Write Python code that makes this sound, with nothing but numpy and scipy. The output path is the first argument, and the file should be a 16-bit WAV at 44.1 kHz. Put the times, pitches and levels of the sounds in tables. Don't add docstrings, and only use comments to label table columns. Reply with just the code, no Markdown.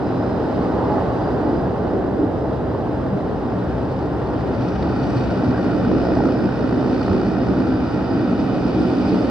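import sys
import numpy as np
from scipy.fft import rfft, irfft, next_fast_len
from scipy.io import wavfile
from scipy.ndimage import uniform_filter1d, map_coordinates

SR = 44100
rng = np.random.default_rng(int(sys.argv[2]) if len(sys.argv) > 2 else 0)


def wav_record(signal):
    frames = np.transpose(np.atleast_2d(signal))
    bounded = np.clip(frames, -1, 1)
    quanta = np.round(bounded * 32767).astype(np.int16)
    wavfile.write(sys.argv[1], SR, quanta)


N = 410130

# freq_hz, coherence, left_lag_rad, left_minus_right_db
MIC_PAIR = [(60, 0.9, 0, 0.7), (300, 0.89, 0, 0.3), (500, 0.64, 0, 0.5), (810, 0.91, 0, -1),
            (1090, 0.8, 1.03, -2), (1410, 1, 0.34, 0), (1940, 0.4, 0.33, -0.1), (2280, .4, 3, 8),
            (2550, .45, 0.5, 0), (2700, 0.7, 1.5, -4), (3060, 0.4, 1, 0), (4600, .8, 0.8, -3),
            (5700, .6, 0.94, 2.5), (7300, 0.4, 2.5, -1), (8750, 0.2, 0.5, 1), (10500, 0.1, -8.5, 0)]
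# time_s, roar_left_minus_right_db, turbine_left_minus_right_db
BALANCE = [(0, -0.5, -0.44), (2.2, -0.9, -0.78), (3.7, 0.4, 0.67), (5.1, 0, 0.64), (6.2, -1.5, -0.0048),
           (9.3, -1.3, 0.065)]
# time_s, side_share
SIDE_VIEW = [(0, 0.13), (2.2, 0), (4.25, 0.15), (4.65, 0.63), (5.3, 0.92), (6.4, 0.81), (7.8, 1),
             (9.3, 0.81)]
# time_s, turns_per_s
SHAFT_SPEED = [(0, 14.3), (4.9, 14.43), (5.4, 14.79), (7, 14.8), (9.3, 14.85)]
# time_s, pitch_hz
WHINE_PITCH = [(0, 5006), (.7, 5010), (1.27, 4960), (2.6, 4986), (5.4, 5056), (6.4, 5074), (7.5, 4990),
               (8.15, 4910), (8.6, 4970), (9.3, 4950)]
# time_s, level_db
DEEP_WASH_LEVEL = [(0.05, -28), (0.1, -26.5), (1.23, -25), (4.25, -29.5), (4.56, -26), (4.74, -28.5),
                   (6.23, -24.5), (6.41, -27), (6.97, -27), (7.76, -29), (9.12, -27), (9.25, -25.5)]
DRONE_LEVEL = [(0.05, -24), (0.5, -23.5), (0.89, -21.5), (1.1, -25.5), (1.45, -22.5), (2.1, -24),
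               (2.41, -25.5), (4.23, -25.5), (5.3, -21.5), (5.97, -18), (6.48, -21), (6.65, -21),
               (7.6, -19.5), (8.2, -19.5), (8.65, -21), (8.9, -19), (9.25, -19)]

# freq_hz, relative_density_db
AIR_SPECTRUM = [(100, 14), (3000, 8.5), (9000, 7.5), (12500, 2), (13300, -1), (15700, -4.5)]
INTAKE_SPECTRUM = [(3000, -42.5), (4150, -6), (4500, 1.5), (4750, -2.5), (5100, -3), (5400, -7.5),
                   (5900, -10), (6600, -18.5), (7400, -21), (8400, -21.5), (9300, -28.5), (11000, -35.5),
                   (12500, -43), (13200, -70)]
PIPE_REAR_SPECTRUM = [(500, -52), (1050, 1), (1220, -1), (1500, -2), (1700, -6), (1900, -8), (2150, -16),
                      (2600, -30.5), (8000, -120)]
PIPE_SIDE_SPECTRUM = [(500, -53.5), (1100, -4.5), (1360, 0.5), (1510, -2), (1670, -12), (1870, -6),
                      (2000, -13.5), (2130, -24.5), (7000, -120)]
HISS_REAR_SPECTRUM = [(1200, -21.5), (2100, -1), (2950, 0), (3300, -3), (3950, -3), (4400, -10),
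                      (5400, -15.5), (6700, -19.5), (10000, -31), (12500, -36), (16000, -57.5)]
HISS_SIDE_SPECTRUM = [(1200, -26.5), (2200, 3.5), (3300, -1.5), (4000, -3.5), (4400, -8.5), (5400, -19.5),
                      (6700, -28), (12500, -42), (16000, -63.5)]
FLUTTER_SPECTRUM = [(200, -29.5), (400, -1.5), (650, 0), (820, -4), (1050, -19), (2000, -49.5),
                    (4000, -120)]
DEEP_WASH_SPECTRUM = [(100, -61), (350, -0.5), (440, 3), (530, 1), (670, -1.5), (790, -13), (1300, -59),
                      (3000, -120)]
BRIGHT_WASH_SPECTRUM = [(300, -53.5), (620, -7), (750, 1.5), (840, 0.5), (980, -5.5), (1150, -10.5),
                        (1400, -22), (2500, -75.5), (5000, -120)]
RUMBLE_SPECTRUM = [(35, -40.5), (49, -15), (58, 1), (70, 1.5), (86, -2), (104, 1), (128, 4.5), (150, -2),
                   (175, -3), (240, -13.5), (700, -120)]
DRONE_REAR_SPECTRUM = [(100, -39), (160, -7), (190, -5), (290, -1.5), (360, -2), (430, -4.5), (520, -19),
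                       (900, -48), (2000, -120)]
DRONE_SIDE_SPECTRUM = [(100, -34.5), (160, -8), (200, -0.5), (280, 1), (360, -1.5), (425, -10),
                       (520, -25.5), (900, -52), (2000, -120)]

# centre_hz, width_hz, lift_db
DUCT_MODES = [(2470, 290, 7.2), (2954, 230, 6.3), (3670, 520, 5.3)]
EXHAUST_MODES = [(187, 24.5, 8.5), (238.2, 16, 5.5), (259.3, 20.2, 6.5), (303, 33.7, 5.5), (387, 130, 1)]

# centre_s, half_length_s, level_db
GUSTS = [(1.6, .06, -42), (2.17, .15, -46), (5.28, 0.071, -42), (5.942, 0.12, -36), (6.218, .07, -40),
         (7.5, .12, -50), (8.65, .06, -48)]
# centre_s, half_length_s, lift_db
WHINE_FLARES = [(.25, .3, 4), (1.58, .08, 4), (6.2, .35, 2), (7.8, .35, -0.5)]
INTAKE_SURGES = [(5.22, 0.22, 2.5), (6.0, 0.31, 2), (7.05, 0.21, 2.5), (9.1, 0.6, 5)]
DRONE_THROBS = [(.92, 0.027, 3), (1.77, 0.027, -9), (1.87, 0.041, 0.5), (3.92, .04, -2),
                (5.35, 0.015, -4.5), (5.5, 0.023, 5), (5.57, 0.02, -5), (5.93, 0.024, 3),
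                (6.07, 0.044, -6.5), (6.125, 0.014, 6), (6.26, 0.02, 5), (6.44, 0.036, 4),
                (6.53, 0.033, -6), (6.76, 0.034, 2.5), (6.92, 0.046, 3), (7.02, 0.026, -4.5),
                (7.14, 0.051, 1), (7.5, 0.027, 3), (7.62, 0.029, 3), (7.89, 0.057, -4.5),
                (8.06, 0.042, -6.5), (8.14, .03, 2), (8.335, 0.021, 2.5), (8.81, 0.019, 6),
                (9.14, 0.019, 5)]

# centre_s, centre_hz, width_hz, half_length_s, level_db
COMPRESSOR_SQUEALS = [(.3, 4000, 180, .35, -61.5), (1.27, 4850, 60, .06, -57),
                      (4.72, 5630, 800, 0.15, -60.5), (5.0, 4580, 300, .28, -57),
                      (5.08, 5750, 450, .13, -60), (5.13, 7800, 800, .16, -72), (6.05, 5100, 220, .15, -58),
                      (6.38, 5080, 240, .19, -57), (6.95, 8400, 700, .2, -78), (7.05, 4450, 600, 0.19, -54),
                      (7.08, 5000, 220, .13, -55.3), (7.72, 4900, 160, .1, -56), (8.13, 4900, 80, .13, -54),
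                      (8.88, 8400, 600, .14, -72), (9.05, 4970, 200, 0.3, -52), (9.13, 4540, 250, .17, -54),
                      (9.22, 8300, 800, .12, -73)]
BLADE_SLAPS = [(2.75, 680, 600, .0016, -19.5), (2.872, 700, 600, .0016, -21.5),
               (4.622, 3600, 3200, .004, -46), (4.691, 3600, 3200, .004, -47),
               (4.76, 3600, 3200, .004, -48), (4.829, 3600, 3200, 0.003, -39.5),
               (5.039, 3600, 3200, .005, -45), (5.181, 3600, 3200, .007, -45),
               (5.21, 3600, 3200, .004, -44), (5.548, 1400, 450, .002, -29),
               (5.565, 1400, 450, 0.0023, -35), (5.581, 1310, 500, 0.0022, -24.5),
               (5.734, 1400, 600, .0025, -29), (5.751, 1340, 600, 0.0018, -32),
               (5.917, 700, 600, .0014, -22), (5.985, 680, 500, 0.0014, -24),
               (6.053, 610, 500, 0.0023, -16.5), (6.106, 700, 500, 0.0013, -18),
               (6.19, 640, 500, 0.0018, -16), (6.207, 580, 500, .002, -14.5), (6.257, 1350, 600, .002, -31),
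               (6.395, 1400, 600, 0.0024, -30), (6.528, 1400, 600, 0.0027, -34),
               (6.653, 950, 900, .0016, -27), (7.02, 1400, 600, 0.0022, -27)]
WASH_WHOOSHES = [(.82, 990, 110, 0.074, -33), (.92, 1140, 260, 0.22, -39.5), (0.93, 842, 16, 0.079, -27.5),
                 (.95, 660, 300, 0.17, -34), (1.27, 760, 400, .035, -30.5), (.97, 1820, 500, .12, -48.5),
                 (1.48, 300, 46, .045, -25), (1.55, 355, 60, 0.036, -21), (1.972, 398, 110, 0.049, -22.5),
                 (2.21, 298, 81, 0.05, -18), (2.2, 418, 110, 0.12, -26.5), (3.142, 182, 77, 0.022, -19.5),
                 (5.482, 135, 85, 0.02, -17.5), (5.45, 594, 300, 0.025, -26), (6.177, 704, 260, 0.006, -25),
                 (6.24, 420, 140, .07, -33), (7.0, 399, 110, 0.35, -29.5), (7.16, 367, 50, .05, -23),
                 (7.12, 108, 45, 0.1, -25)]

# centre_s, half_length_s
TAIL_ON_S = (1.0, 0.7)
HISS_LULL_S = (2.55, 1)
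FAST_SWING_S = (4.8, 1)
EDGE_ON_S = (6.07, 0.2)
REAR_QUARTER_S = (6.26, 1.6)
DEEP_CHOP_S = (6.8, 1.1)


def amp(db):
    return 10 ** (np.asarray(db) / 20)


def unit(x):
    return x / np.sqrt(np.mean(x ** 2) + 1e-20)


def over_frequency(rows, hz):
    freq_hz, *columns = np.transpose(rows)
    return [np.interp(np.log(hz + 1), np.log(freq_hz + 1), c) for c in columns]


def over_time(rows):
    time_s, *columns = np.transpose(rows)
    return [np.interp(np.arange(N) / SR, time_s, c) for c in columns]


def wobble(rate_hz):
    knots = rng.standard_normal(int(N * rate_hz / SR) + 4)
    return map_coordinates(knots, [np.arange(N) * rate_hz / SR])


def phase_rad(hz):
    return 2 * np.pi * np.cumsum(hz) / SR


def swell(centre_s, half_length_s):
    return np.exp(-((np.arange(N) / SR - centre_s) / half_length_s) ** 2)


def surges_db(rows):
    return sum(lift_db * swell(centre_s, half_s) for centre_s, half_s, lift_db in rows)


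def side_share():
    return np.clip(over_time(SIDE_VIEW)[0], 0, 1)


def by_aspect(rear, side):
    share = side_share()
    return np.sqrt(1 - share) * rear + np.sqrt(share) * side


def directivity_db(side_db, tail_db, quarter_db):
    return side_db * side_share() + tail_db * swell(*TAIL_ON_S) + quarter_db * swell(*REAR_QUARTER_S)


def rush(spectrum, modes=()):
    size = next_fast_len(N + 8192)
    hz = np.fft.rfftfreq(size, 1 / SR)
    modes_db = sum(db / (1 + (2 * (hz - centre_hz) / width_hz) ** 4) for centre_hz, width_hz, db in modes)
    level_db = over_frequency(spectrum, hz)[0] + modes_db
    coherence, lag_rad, balance_db = over_frequency(MIC_PAIR, hz)
    mix_rad = np.arccos(np.clip(coherence, 0, 1)) / 2
    common, apart = rfft(rng.standard_normal((2, size))) * amp(level_db)
    sign = np.array([[1], [-1]])
    pair = np.cos(mix_rad) * common + sign * np.sin(mix_rad) * apart
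    pair = pair * amp(sign * balance_db / 2) * np.exp(-sign * 0.5j * lag_rad)
    pair = irfft(pair, size)[:, :N]
    return pair / np.std(pair.mean(axis=0))


def steadied(x, share):
    power = np.abs(uniform_filter1d(np.mean(x ** 2, axis=0), size=SR // 8))
    return x * (power / power.mean()) ** (-share / 2)


def bursts(rows, coherence):
    size = 65536
    time_s = (np.arange(size) - size // 2) / SR
    hz = np.fft.rfftfreq(size, 1 / SR)
    out = np.zeros((2, N + 2 * size))
    for centre_s, centre_hz, width_hz, half_s, level_db in rows:
        band = np.exp(-(2 * (hz - centre_hz) / width_hz) ** 4 / 2)
        noise = irfft(rfft(rng.standard_normal((3, size))) * band)
        bell = np.exp(-(time_s / half_s) ** 2)
        pair = (np.sqrt(coherence) * noise[0] + np.sqrt(1 - coherence) * noise[1:]) * bell
        start = round(centre_s * SR)
        out[:, start:start + size] += amp(level_db) * np.sqrt(np.mean(bell ** 2)) * unit(pair)
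    return out[:, size // 2:][:, :N]


def open_air():
    breeze = amp(-53 + 3 * wobble(8.5))
    gusts = sum(amp(level_db) * swell(centre_s, half_s) for centre_s, half_s, level_db in GUSTS)
    buffets = rush([(10, -15), (22, -4), (40, -1.5), (52, -2), (90, -25), (600, -120)])
    return (breeze + gusts) * steadied(buffets, share=0.7) + amp(-72.5) * rush(AIR_SPECTRUM)


def shaft_angle_rad(blade_pass_s=6.053):
    angle_rad = phase_rad(over_time(SHAFT_SPEED)[0] + 0.04 * wobble(3))
    return angle_rad - angle_rad[round(blade_pass_s * SR)]


def blade_chop(shaft_rad):
    per_blade = np.cos(4 * shaft_rad) + 0.4 * np.cos(8 * shaft_rad)
    per_turn = np.cos(shaft_rad) + 0.8 * np.cos(2 * shaft_rad) + 0.4 * np.cos(3 * shaft_rad)
    bite = amp(1.5 * wobble(30))
    chop = (0.068 + 0.22 * swell(*DEEP_CHOP_S)) * bite * per_blade
    beat = (0.02 + 0.08 * swell(*FAST_SWING_S)) * per_turn
    return chop, beat


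def compressors(chop):
    pitch_hz, = over_time(WHINE_PITCH)
    level_db = -66 + directivity_db(side_db=10.5, tail_db=3, quarter_db=-1.5) + surges_db(WHINE_FLARES)
    whine = np.zeros((2, N))
    for detune in np.linspace(-0.022, 0.022, 4):
        angle_rad = phase_rad(pitch_hz * (1 + detune + 0.006 * wobble(4)) + 55 * wobble(220))
        direct = wobble(60) + 1j * wobble(60)
        flare = amp(3.8 * wobble(5.3))
        for mic, lead_rad in enumerate((-0.4, 0.4)):
            scattered = 0.49 * (wobble(60) + 1j * wobble(60))
            whine[mic] += flare * np.real((direct + scattered) * np.exp(1j * (angle_rad + lead_rad)))
    whine = unit(steadied(whine, share=0.6)) * amp(level_db) * amp([[-0.8], [0.8]])
    whistle = amp(-85.5) * rush([(7300, -50), (7680, -4), (7820, 0), (7970, -5), (8400, -50)])
    return whine * (1 + 0.5 * chop) + whistle


def turbines(chop, beat):
    surge_db = surges_db(INTAKE_SURGES)
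    lull = swell(*HISS_LULL_S)
    pipe_db = -41 + directivity_db(side_db=3, tail_db=3, quarter_db=1.5)
    hiss_db = -53 + directivity_db(side_db=5, tail_db=2, quarter_db=0) + 0.81 * surge_db - 1.7 * lull
    intake_db = -62 + directivity_db(side_db=8, tail_db=3, quarter_db=1.5) + surge_db - 3 * lull
    pipe = by_aspect(rush(PIPE_REAR_SPECTRUM), rush(PIPE_SIDE_SPECTRUM))
    pipe *= amp(pipe_db + 0.49 * wobble(60) + 0.43 * wobble(12))
    hiss = by_aspect(rush(HISS_REAR_SPECTRUM), rush(HISS_SIDE_SPECTRUM, DUCT_MODES))
    hiss *= amp(hiss_db + 0.56 * wobble(25))
    intake = rush(INTAKE_SPECTRUM) * amp(intake_db + 0.93 * wobble(25))
    return (pipe * (1 + 1.3 * chop + 0.6 * beat)
            + hiss * (1 + 0.4 * chop + 0.7 * beat)
            + intake * (1 + 0.75 * chop + 1.6 * beat))


def blade_flutter(shaft_rad, puff_half_s=0.002, scatter_db=2.5):
    from_pass_s = np.angle(np.exp(4j * shaft_rad)) / (8 * np.pi * over_time(SHAFT_SPEED)[0])
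    puffs = np.exp(-(from_pass_s / puff_half_s) ** 2) * amp(scatter_db * wobble(60))
    strength = amp(-30) * swell(*DEEP_CHOP_S) + amp(-25) * swell(*EDGE_ON_S)
    return rush(FLUTTER_SPECTRUM) * puffs * strength


def propeller_wash(chop):
    deep = steadied(rush(DEEP_WASH_SPECTRUM), share=0.21) * amp(over_time(DEEP_WASH_LEVEL)[0] - 0.26)
    bright_db = -33.5 + directivity_db(side_db=-0.3, tail_db=5, quarter_db=-0.05)
    bright_db += 1.1 * swell(*FAST_SWING_S)
    bright = steadied(rush(BRIGHT_WASH_SPECTRUM), share=0.2) * amp(bright_db + 0.65 * wobble(6.4))
    return (deep + bright) * amp(0.42 * wobble(70)) * (1 + 0.26 * chop)


def exhausts(chop):
    rumble_db = -27.5 + directivity_db(side_db=-0.46, tail_db=0.1, quarter_db=1.75)
    rumble_db += 1.8 * swell(*FAST_SWING_S)
    rumble = steadied(rush(RUMBLE_SPECTRUM), share=0.26) * amp(rumble_db + 0.49 * wobble(8))
    rear = rush(DRONE_REAR_SPECTRUM, EXHAUST_MODES)
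    side = rush(DRONE_SIDE_SPECTRUM, EXHAUST_MODES)
    drone_db = over_time(DRONE_LEVEL)[0] - 0.1 + surges_db(DRONE_THROBS)
    drone = steadied(by_aspect(rear, side), share=0.42) * amp(drone_db)
    return rumble + drone * (1 + 0.37 * chop)


def scene():
    shaft_rad = shaft_angle_rad()
    chop, beat = blade_chop(shaft_rad)
    roar = exhausts(chop) + propeller_wash(chop) + blade_flutter(shaft_rad)
    roar += bursts(WASH_WHOOSHES, coherence=0.96) + bursts(BLADE_SLAPS, coherence=1)
    turbine = turbines(chop, beat) + compressors(chop)
    turbine += bursts(COMPRESSOR_SQUEALS, coherence=0.65) * (1 + chop / 2 + beat)
    roar_pan_db, turbine_pan_db = over_time(BALANCE)
    sides = np.array([[0.5], [-0.5]])
    return roar * amp(sides * roar_pan_db) + turbine * amp(sides * turbine_pan_db) + open_air()


def record(dry):
    cutoff_hz = 15720
    size = next_fast_len(N + 8192)
    passband = np.fft.rfftfreq(size, 1 / SR) < cutoff_hz
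    return irfft(rfft(dry, size) * passband, size)[:, :N]


dry = scene()
out = record(dry)
wav_record(out)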